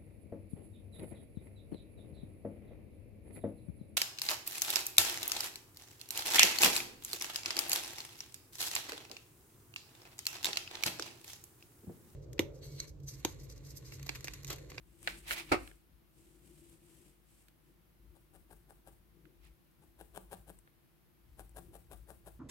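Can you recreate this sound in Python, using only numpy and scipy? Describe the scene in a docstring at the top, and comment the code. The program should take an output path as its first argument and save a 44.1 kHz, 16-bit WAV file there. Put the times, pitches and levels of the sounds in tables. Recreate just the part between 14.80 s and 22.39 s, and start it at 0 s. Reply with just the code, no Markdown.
"""Needle felting at a table

A barbed needle jabs wool on a foam pad in three runs, close to the left microphone in a quiet room.
Each jab is a crunch of snapping fibres, a pop at entry, a punch through and a soft hiss on the way out.
Before the jabs, a tool to the right clicks, slides and is put down; fingers rub over the felt.
The table sways and drones faintly under the hands."""
import sys
import numpy as np
from scipy import signal
from scipy.fft import rfft, irfft, next_fast_len
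from scipy.io import wavfile
from scipy.ndimage import uniform_filter1d, map_coordinates

SR = 44100
rng = np.random.default_rng(int(sys.argv[2]) if len(sys.argv) > 2 else 0)


def log_audio(samples):
    """Write samples as a 16-bit WAV file to the path given in sys.argv[1]."""
    # one column per channel
    frames = np.atleast_2d(samples).T
    # limit to full scale, then quantise
    limited = np.clip(frames, -1, 1)
    pcm = np.round(limited * 32767).astype(np.int16)
    wavfile.write(sys.argv[1], SR, pcm)


N = 334804

# Event levels are relative; each source adds its own gain.
# A hand leans on the table. Each row: start in seconds, length in seconds, sway in dB.
LEANS = [(.02, .07, -61), (.25, 0.32, -57), (.75, .14, -54), (1.13, .06, -64), (1.4, 0.57, -66.5),
         (2.1, 1, -71), (3.23, 0.07, -58.5), (4.2, .35, -69), (4.62, 0.11, -60.5), (6.5, 0.39, -57.5),
         (7.14, 0.095, -55.5), (7.53, .06, -57)]
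# Fingers on felt. Each row: start in seconds, length in seconds, hiss in dB, drone in dB.
RUBS = [(0.071, .08, -79, -72), (.24, 0.15, -62, -62), (0.517, 0.19, -67, -61), (0.803, 0.08, -66, -68.5),
        (1.378, 0.19, -75, -70), (1.65, .29, -71.5, -66), (2.037, .25, -71.5, -69), (2.508, 0.1, -73, -87),
        (2.868, 0.039, -84.5, -73), (3.23, 0.075, -97, -72), (4.38, .12, -92.5, -67.5),
        (4.648, 0.027, -85, -73), (6.825, 0.1, -88, -65.5)]
# Needle ticks. Each row: time in seconds, level in dB.
TICKS = [(0.2204, -41), (0.2295, -29), (1.8964, -39), (4.6487, -45), (4.6714, -46), (4.912, -53),
         (5.7882, -37.5), (6.694, -42)]
# Tool and fingernail clicks. Each row: time in seconds, level in dB, treble tilt in dB at 4 kHz.
CLICKS = [(0.2745, -15, 3), (0.277, -27, -2), (0.2809, -21.5, -8.5), (0.5088, -16.5, -2), (0.515, -22, -7),
          (0.5764, -52, 9), (0.876, -38, 11), (.914, -42.5, -21), (2.684, -47, 24), (4.454, -46.5, -20),
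          (5.8754, -48.5, -23)]
# A tool is pushed over the table; the last row is a faint finger scratch.
# Each row: start in seconds, length in seconds, dull drag in dB, bright scrape in dB.
SCRAPES = [(0.292, 0.015, -46.5, -65.5), (0.329, 0.037, -58.5, -69), (0.475, .024, -51, -46.5),
           (0.505, 0.038, -49, -37.5), (0.575, .028, -42, -47.5), (.695, 0.043, -51.5, -70.5),
           (4.644, 0.023, -66, -83)]
# The tool lands and rocks. Each row: time in seconds, level in dB, hardness as a treble shelf in dB.
KNOCKS = [(.7160, -15, -17), (0.719, -8, 15), (0.726, -14, -2), (.7330, -14.5, 0), (.7410, -22, 6.5)]
# Needle jabs. Each row: entry in seconds, crunch in dB, rasp in dB, wait for the punch in seconds,
# punch in dB.
JABS = [(3.351, -66.5, 6, .017, -55.5), (3.537, -59, -.5, .023, -52.5), (3.7058, -55.5, 0, .003, -54),
        (3.894, -60, -3, .013, -46), (4.066, -56.5, 3, .008, -47), (5.019, -65.5, 2, .01, -67.5),
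        (5.192, -54, 4, .0196, -42.5), (5.3495, -48, 6, .0264, -33), (5.515, -47, 5, .015, -35.5),
        (5.678, -52.5, 1, .0236, -44.5), (6.586, -52, 0, .009, -38.5), (6.763, -47.5, 0, .023, -41),
        (6.937, -52.5, 1.5, .02, -50), (7.113, -50.5, 3, .002, -43.5), (7.288, -52.5, -4.5, .0162, -40.5),
        (7.461, -52, 0, .014, -45)]

# Source spectra. Each row: frequency in Hz, relative level in dB.
FLOOR_SPECTRUM = [(25, -20), (50, -14), (75, -10.5), (110, -9.5), (150, -5), (240, -13), (340, -17),
                  (520, -21.5), (2400, -27.5), (5000, -33.5), (7500, -37.5), (9500, -34), (11500, -28.5),
                  (15800, -30.5)]
SWAY_SPECTRUM = [(20, -33.5), (38, -6.5), (51, 11), (64, -.5), (85, -9.5), (110, -6.5), (200, -50.5)]
DRONE_SPECTRUM = [(80, -26), (150, 5), (200, -4.5), (270, -8), (340, 10.5), (395, -10.5), (520, -13.5),
                  (1000, -45.5)]
SKIN_SPECTRUM = [(500, -6), (1500, -12), (2800, -4), (4000, -9.5), (6500, -8), (8400, 1), (9800, -4.5),
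                 (11500, -4.5), (15500, -18.5)]
STEEL_SPECTRUM = [(1000, -11), (2800, -8.5), (4500, -26.5), (9000, 3.5), (12000, -11.5), (16000, -25)]
CLICK_SPECTRUM = [(120, -58), (200, -23), (618, -8.5), (1070, -19.5), (1400, -2.5), (2700, -5.5),
                  (3480, -13), (4180, -10), (5200, -25.5), (8820, -28), (9830, -34), (12200, -29.5),
                  (15500, -35.5)]
DRAG_SPECTRUM = [(300, -19), (900, -5.5), (1500, -9.5), (2300, 1), (3100, -5), (4500, -8.5), (6500, -15.5),
                 (15000, -21)]
SCRAPE_SPECTRUM = [(300, -16.5), (700, -9), (1200, -15.5), (2100, 0), (3000, -4.5), (4000, -7.5),
                   (5500, -12.5), (8500, -9.5), (12000, -10.5), (15800, -15)]
THUD_SPECTRUM = [(20, -53), (40, -27), (90, -12), (170, -5), (330, -6.5), (520, -3.5), (800, 0), (1030, -9),
                 (1270, 0), (1600, -14), (2100, -7.5), (2700, -10.5), (3100, -22.5), (4400, -19.5),
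                 (6300, -31), (8700, -30), (15500, -43)]
WOOL_SPECTRUM = [(20, -38), (60, -15.5), (260, -5.5), (430, 0.5), (820, 0), (1200, -11.5), (1600, -7),
                 (2050, -21), (2600, -18.5), (3700, -19), (4600, -23), (6600, -22.5), (8500, -11),
                 (10200, -9), (12500, -15), (16000, -23.5)]
PULL_SPECTRUM = [(1000, -7), (3000, -16), (6000, -16), (8500, -5), (10500, -6.5), (13000, -6.5),
                 (16000, -4)]
# Band where packed fibres rasp. Each row: frequency in Hz, share of the jab's rasp gain.
RASP_BAND = [(2000, 0), (2600, 1), (3800, 0.98), (4800, 0)]
# Modes of the table, and of the pad on it. Each row: frequency in Hz, level in dB, T60 in seconds.
TABLE_MODES = [(97.7, -7, 0.2), (186, -5, .12), (242, -8.5, .14), (324, 1.5, .1), (362, 3, 0.095),
               (436.5, -7.5, 0.13), (620, -8.5, .12), (760, -10.5, .1), (1130, -11, .06), (1304, -1.5, .06),
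               (2150, -10, .035), (2720, -18, 0.068)]
PAD_MODES = [(181.7, 6.5, 0.12), (354, -4, 0.15), (450, 3, 0.07), (788, -4.5, 0.054), (886, -3, 0.018),
             (1175, -9, 0.17), (1583, -17, .08)]
# Needle at the right microphone against the left. Each row: frequency in Hz, gain in dB.
RIGHT_SHADOW = [(200, -7), (700, -7.5), (1500, -8), (3500, -13), (9000, -17.5)]
# Room decay. Each row: frequency in Hz, T60 in seconds.
ROOM_T60 = [(150, 0.42), (500, 0.31), (2500, 0.34), (9000, 0.446), (15000, 1)]
# Wall reflections. Each row: frequency in Hz, gain in dB.
WALL_GAIN = [(200, -3.5), (800, -9), (2500, -9.5), (9000, -14), (15000, -20)]

RUB_RISE_S, RUB_FALL_S = 0.042, 0.06
JAB_S = 0.031  # inward stroke
DEEPEST_JAB_DB = max(row[1] for row in JABS)


def amp(db):
    """Decibels to gain."""
    return 10 ** (np.asarray(db) / 20)


def unit(x):
    """x at rms 1."""
    return x / np.sqrt(np.mean(x ** 2) + 1e-20)


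def along(points, hz):
    """Interpolate (Hz, value) points on a log axis."""
    knots_hz, values = np.transpose(points)
    return np.interp(np.log(hz + 1), np.log(knots_hz + 1), values)


def filtered(x, response):
    """x through a complex frequency response."""
    size = next_fast_len(x.shape[-1] + SR // 4)
    return irfft(rfft(x, size) * response(np.fft.rfftfreq(size, 1 / SR)), size)[..., :x.shape[-1]]


def add(track, start_s, sound):
    """Mix a sound into a track."""
    part = track[..., max(round(start_s * SR), 0):][..., :sound.shape[-1]]
    part += sound[..., :part.shape[-1]]


def impulse(spectrum, size=2048):
    """Minimum-phase pulse with this spectrum, energy 1."""
    cepstrum = irfft(np.log(amp(along(spectrum, np.fft.rfftfreq(size, 1 / SR)))))
    cepstrum[1:size // 2] *= 2
    cepstrum[size // 2 + 1:] = 0
    pulse = irfft(np.exp(rfft(cepstrum)))
    return pulse / np.linalg.norm(pulse)


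def noise(spectrum, correlation):
    """Coloured stereo noise, rms 1."""
    mid, side = filtered(rng.standard_normal((2, N)), lambda hz: amp(along(spectrum, hz)))
    angle = np.arccos(correlation) / 2
    return unit(np.cos(angle) * mid + np.sin(angle) * np.array([side, -side]))


def steadied(x, window_s=0.14):
    """Noise with its slow swells evened out."""
    power = uniform_filter1d(np.mean(x ** 2, axis=0), int(window_s * SR))
    return x / np.sqrt(np.abs(power) + 1e-9)


def wobble(rate_hz):
    """Smooth random curve."""
    knots = rng.standard_normal(int(N * rate_hz / SR) + 4)
    return map_coordinates(knots, [np.arange(N) * rate_hz / SR])


def pan(left_db):
    """Channel gains for a level lead on the left."""
    return amp([[left_db / 2], [-left_db / 2]])


def swells(rows, rise_s, fall_s):
    """Envelope of (start s, length s, dB) gestures: each rises, holds and fades."""
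    t, power = np.arange(N) / SR, np.zeros(N)
    for start_s, length_s, db in rows:
        away = np.maximum(start_s - t, 0) / rise_s + np.maximum(t - start_s - length_s, 0) / fall_s
        power += (amp(db) * np.exp(-np.minimum(away, 20))) ** 2
    return np.sqrt(power)


def stroke(length_s, edge):
    """Hand speed: a bell over three lengths, above one half in the middle one."""
    return 1 / (1 + np.abs(np.linspace(-3, 3, int(3 * length_s * SR))) ** edge)


def scatter(t60_s):
    """Dense stereo reflections off the table and nearby things."""
    t = np.arange(SR // 8) / SR
    burst = rng.standard_normal((2, len(t))) * amp(-60 * t / t60_s)
    return burst / np.linalg.norm(burst[0])


def ring(modes, rise_s=0.00061):
    """Struck modes: a sum of decaying sines."""
    t = np.arange(SR // 2) / SR
    hz, db, t60_s = np.transpose(modes)[:, :, None]
    envelopes = amp(db - 60 * t / t60_s) * (1 - np.exp(-t / rise_s))
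    return np.sum(envelopes * np.sin(2 * np.pi * hz * t), axis=0)


def noise_floor(level_db=-69):
    """Steady faint rumble and hiss."""
    return amp(level_db) * noise(FLOOR_SPECTRUM, correlation=0.078) * pan(1.3)


def table_sway(gain_db=-1, rest_db=-76, jab_db=-58, follow=0.56, push_s=0.085):
    """The table sways under a leaning hand and under each jab, more for a deep one."""
    pushes = [(s, push_s, jab_db + follow * (db - DEEPEST_JAB_DB)) for s, db, *_ in JABS]
    weight = np.hypot(swells(LEANS + pushes, rise_s=0.055, fall_s=0.056), amp(rest_db))
    return amp(gain_db) * weight * steadied(noise(SWAY_SPECTRUM, correlation=0.89)) * pan(3)


def table_drone(gain_db=1, rest_db=-80.5, jab_db=-72.5):
    """Rubbing fingers and the jabbing hand make the table drone."""
    rubs = [(s, length_s, db) for s, length_s, _, db in RUBS]
    jabs = [(s, JAB_S, jab_db) for s, *_ in JABS]
    force = np.hypot(swells(rubs + jabs, RUB_RISE_S, RUB_FALL_S), amp(rest_db))
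    return amp(gain_db) * force * steadied(noise(DRONE_SPECTRUM, correlation=1)) * pan(8.5)


def finger_rubs(gain_db=3, grain_db=1.5, waver_db=1):
    """Skin hisses over felt."""
    speed = swells([row[:3] for row in RUBS], RUB_RISE_S, RUB_FALL_S)
    grain = amp(grain_db * wobble(200) + waver_db * wobble(18))
    hiss = unit(grain * noise(SKIN_SPECTRUM, correlation=0.091))
    return amp(gain_db) * speed * hiss * pan(1)


def needle_ticks(gain_db=4):
    """The steel needle ticks thinly. Mono."""
    out = np.zeros(N)
    for s, db in TICKS:
        add(out, s, amp(db + gain_db) * np.convolve(scatter(t60_s=0.012)[0], impulse(STEEL_SPECTRUM)))
    return out


def hard_clicks(left_db=1, right_db=4, scatter_db=9, left_lag_s=0.00044):
    """Tool and fingernail contacts: a sharp pulse and its scatter off the table."""
    out = np.zeros((2, N))
    for s, db, tilt_db in CLICKS:
        pulse = impulse([(hz, level + 2 * tilt_db * hz / (hz + 4000)) for hz, level in CLICK_SPECTRUM])
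        paths = amp(scatter_db) * scatter(t60_s=0.019)
        add(paths[0], left_lag_s, amp([left_db]))  # direct paths
        add(paths[1], 0, amp([right_db]))
        add(out, s, amp(db) * signal.fftconvolve(paths, pulse[None], axes=1))
    return out * pan(-2.2)


def scrapes(drag_db=-1, scrape_db=1, grain_db=1.5):
    """A tool is pushed over the table; later a finger scratches faintly."""
    strokes = np.zeros(N)
    for s, length_s, _, db in SCRAPES:
        add(strokes, s - length_s, amp(db + scrape_db) * stroke(length_s, edge=4))
    speed = swells([row[:3] for row in SCRAPES], rise_s=0.02, fall_s=0.021)
    drag = amp(drag_db) * speed * noise(DRAG_SPECTRUM, correlation=0.053)
    grain = unit(amp(grain_db * wobble(500)))
    scrape = strokes * noise(SCRAPE_SPECTRUM, correlation=0.04455)
    return grain * (drag + scrape) * pan(-1.9)


def tool_landing(ring_db=-20, thud_db=11, left_lag_s=0.0004):
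    """The tool lands and rocks; each contact thuds and rings the table's modes."""
    out, tone = np.zeros((2, N)), ring(TABLE_MODES)
    for s, db, hard_db in KNOCKS:
        add(out[0], s + left_lag_s, amp(db + ring_db) * tone)
        add(out[1], s, amp(db + ring_db) * tone)
        pulse = impulse([(hz, level + hard_db * hz / (hz + 1000)) for hz, level in THUD_SPECTRUM])
        paths = scatter(t60_s=0.1)
        # long waves reach both microphones alike
        paths[0] += filtered(paths[1] - paths[0], lambda hz: 1 / (1 + (hz / 380) ** 6))
        add(out, s, amp(db + thud_db) * signal.fftconvolve(paths, pulse[None], axes=1))
    return out * pan(-1.1)


def wool_response(rasp_db, pad_db=-39):
    """One snap: a pulse through the wool and a brief ring of the pad."""
    response = amp(pad_db) * ring(PAD_MODES)
    add(response, 0, impulse([(hz, db + rasp_db * along(RASP_BAND, hz)) for hz, db in WOOL_SPECTRUM]))
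    return response


def fibre_crunch(gain_db=-5, snaps_per_s=1100, spread_db=4.5, fuzz=0.45):
    """Barbs snap through fibres all along each jab. Mono."""
    out, speed = np.zeros(N), stroke(JAB_S, edge=3.6)
    size = len(speed)
    for entry_s, db, rasp_db, *_ in JABS:
        catches = rng.random(size) < snaps_per_s / SR
        snaps = rng.choice([-1, 1], size) * amp(spread_db * rng.standard_normal(size))
        fibres = unit(catches * snaps) + fuzz * rng.standard_normal(size)
        crunch = signal.fftconvolve(unit(speed * fibres), wool_response(rasp_db))
        add(out, entry_s - JAB_S, amp(db + gain_db) * crunch)
    return out


def needle_punches(gain_db=19, pop_db=-3.5, blunt_s=0.00003):
    """The point pops into the felt, then punches through; foam blunts both blows. Mono."""
    force = np.zeros(N)
    blow = np.exp(-np.arange(SR // 500) / SR / blunt_s)
    blow *= amp(gain_db) / blow.sum()
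    for entry_s, crunch_db, _, wait_s, punch_db in JABS:
        add(force, entry_s, amp(crunch_db + pop_db) * blow)
        add(force, entry_s + wait_s, amp(punch_db) * blow)
    return signal.fftconvolve(force, wool_response(rasp_db=0))[:N]


def needle_withdrawal(wait_s=0.0055, length_s=0.05, pull_db=-64, follow=0.58, grain_db=2):
    """The needle slips back along the fibres with a soft hiss, louder after a deep jab."""
    speed = np.zeros(N)
    for entry_s, db, *_ in JABS:
        pull = amp(pull_db + follow * (db - DEEPEST_JAB_DB)) * stroke(length_s, edge=0.96)
        add(speed, entry_s + JAB_S + wait_s - length_s, pull)
    grain = amp(grain_db * wobble(620))
    return speed * unit(grain * noise(PULL_SPECTRUM, correlation=0.032)) * pan(9)


def room(x, delay_s=0.0032, build_s=0.0025, stretches=24):
    """Wall reflections, with a fresh random tail for each stretch of sound."""
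    out = np.zeros((2, N))
    for piece in np.array_split(np.arange(N), stretches):
        hz, t, bins = signal.stft(rng.standard_normal((2, SR // 2)), SR, nperseg=256)
        decay = amp(-60 * t / along(ROOM_T60, hz)[:, None])
        onset = 1 - np.exp(-np.maximum(t - delay_s, 0) / build_s)
        tail = signal.istft(bins * decay * onset, SR, nperseg=256)[1]
        tail /= np.linalg.norm(tail[0])
        add(out, piece[0] / SR, signal.fftconvolve(x[None, piece], tail, axes=1))
    return filtered(out, lambda hz: amp(along(WALL_GAIN, hz)))


def scene(right_lag_s=0.00016, room_send_db=-1):
    """Needle near the left microphone; tool farther off, to the right."""
    left = fibre_crunch() + needle_punches() + needle_ticks()
    right = filtered(left, lambda hz: amp(along(RIGHT_SHADOW, hz))
                     * np.exp(-2j * np.pi * hz * right_lag_s))
    tool = hard_clicks() + tool_landing() + scrapes()
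    ambience = room(amp(room_send_db) * (left + tool[0])) + noise_floor()
    needle = np.array([left, right]) + needle_withdrawal()
    return needle + tool + ambience + finger_rubs() + table_drone() + table_sway()


def record(dry, low_cut_hz=28, top_hz=15850):
    """Roll off the deepest bass; cut everything above the band limit."""
    return filtered(dry, lambda hz: (hz < top_hz) * (1 - 1 / (1 + (hz / low_cut_hz) ** 6)))


dry = scene()
out = record(dry)
log_audio(out)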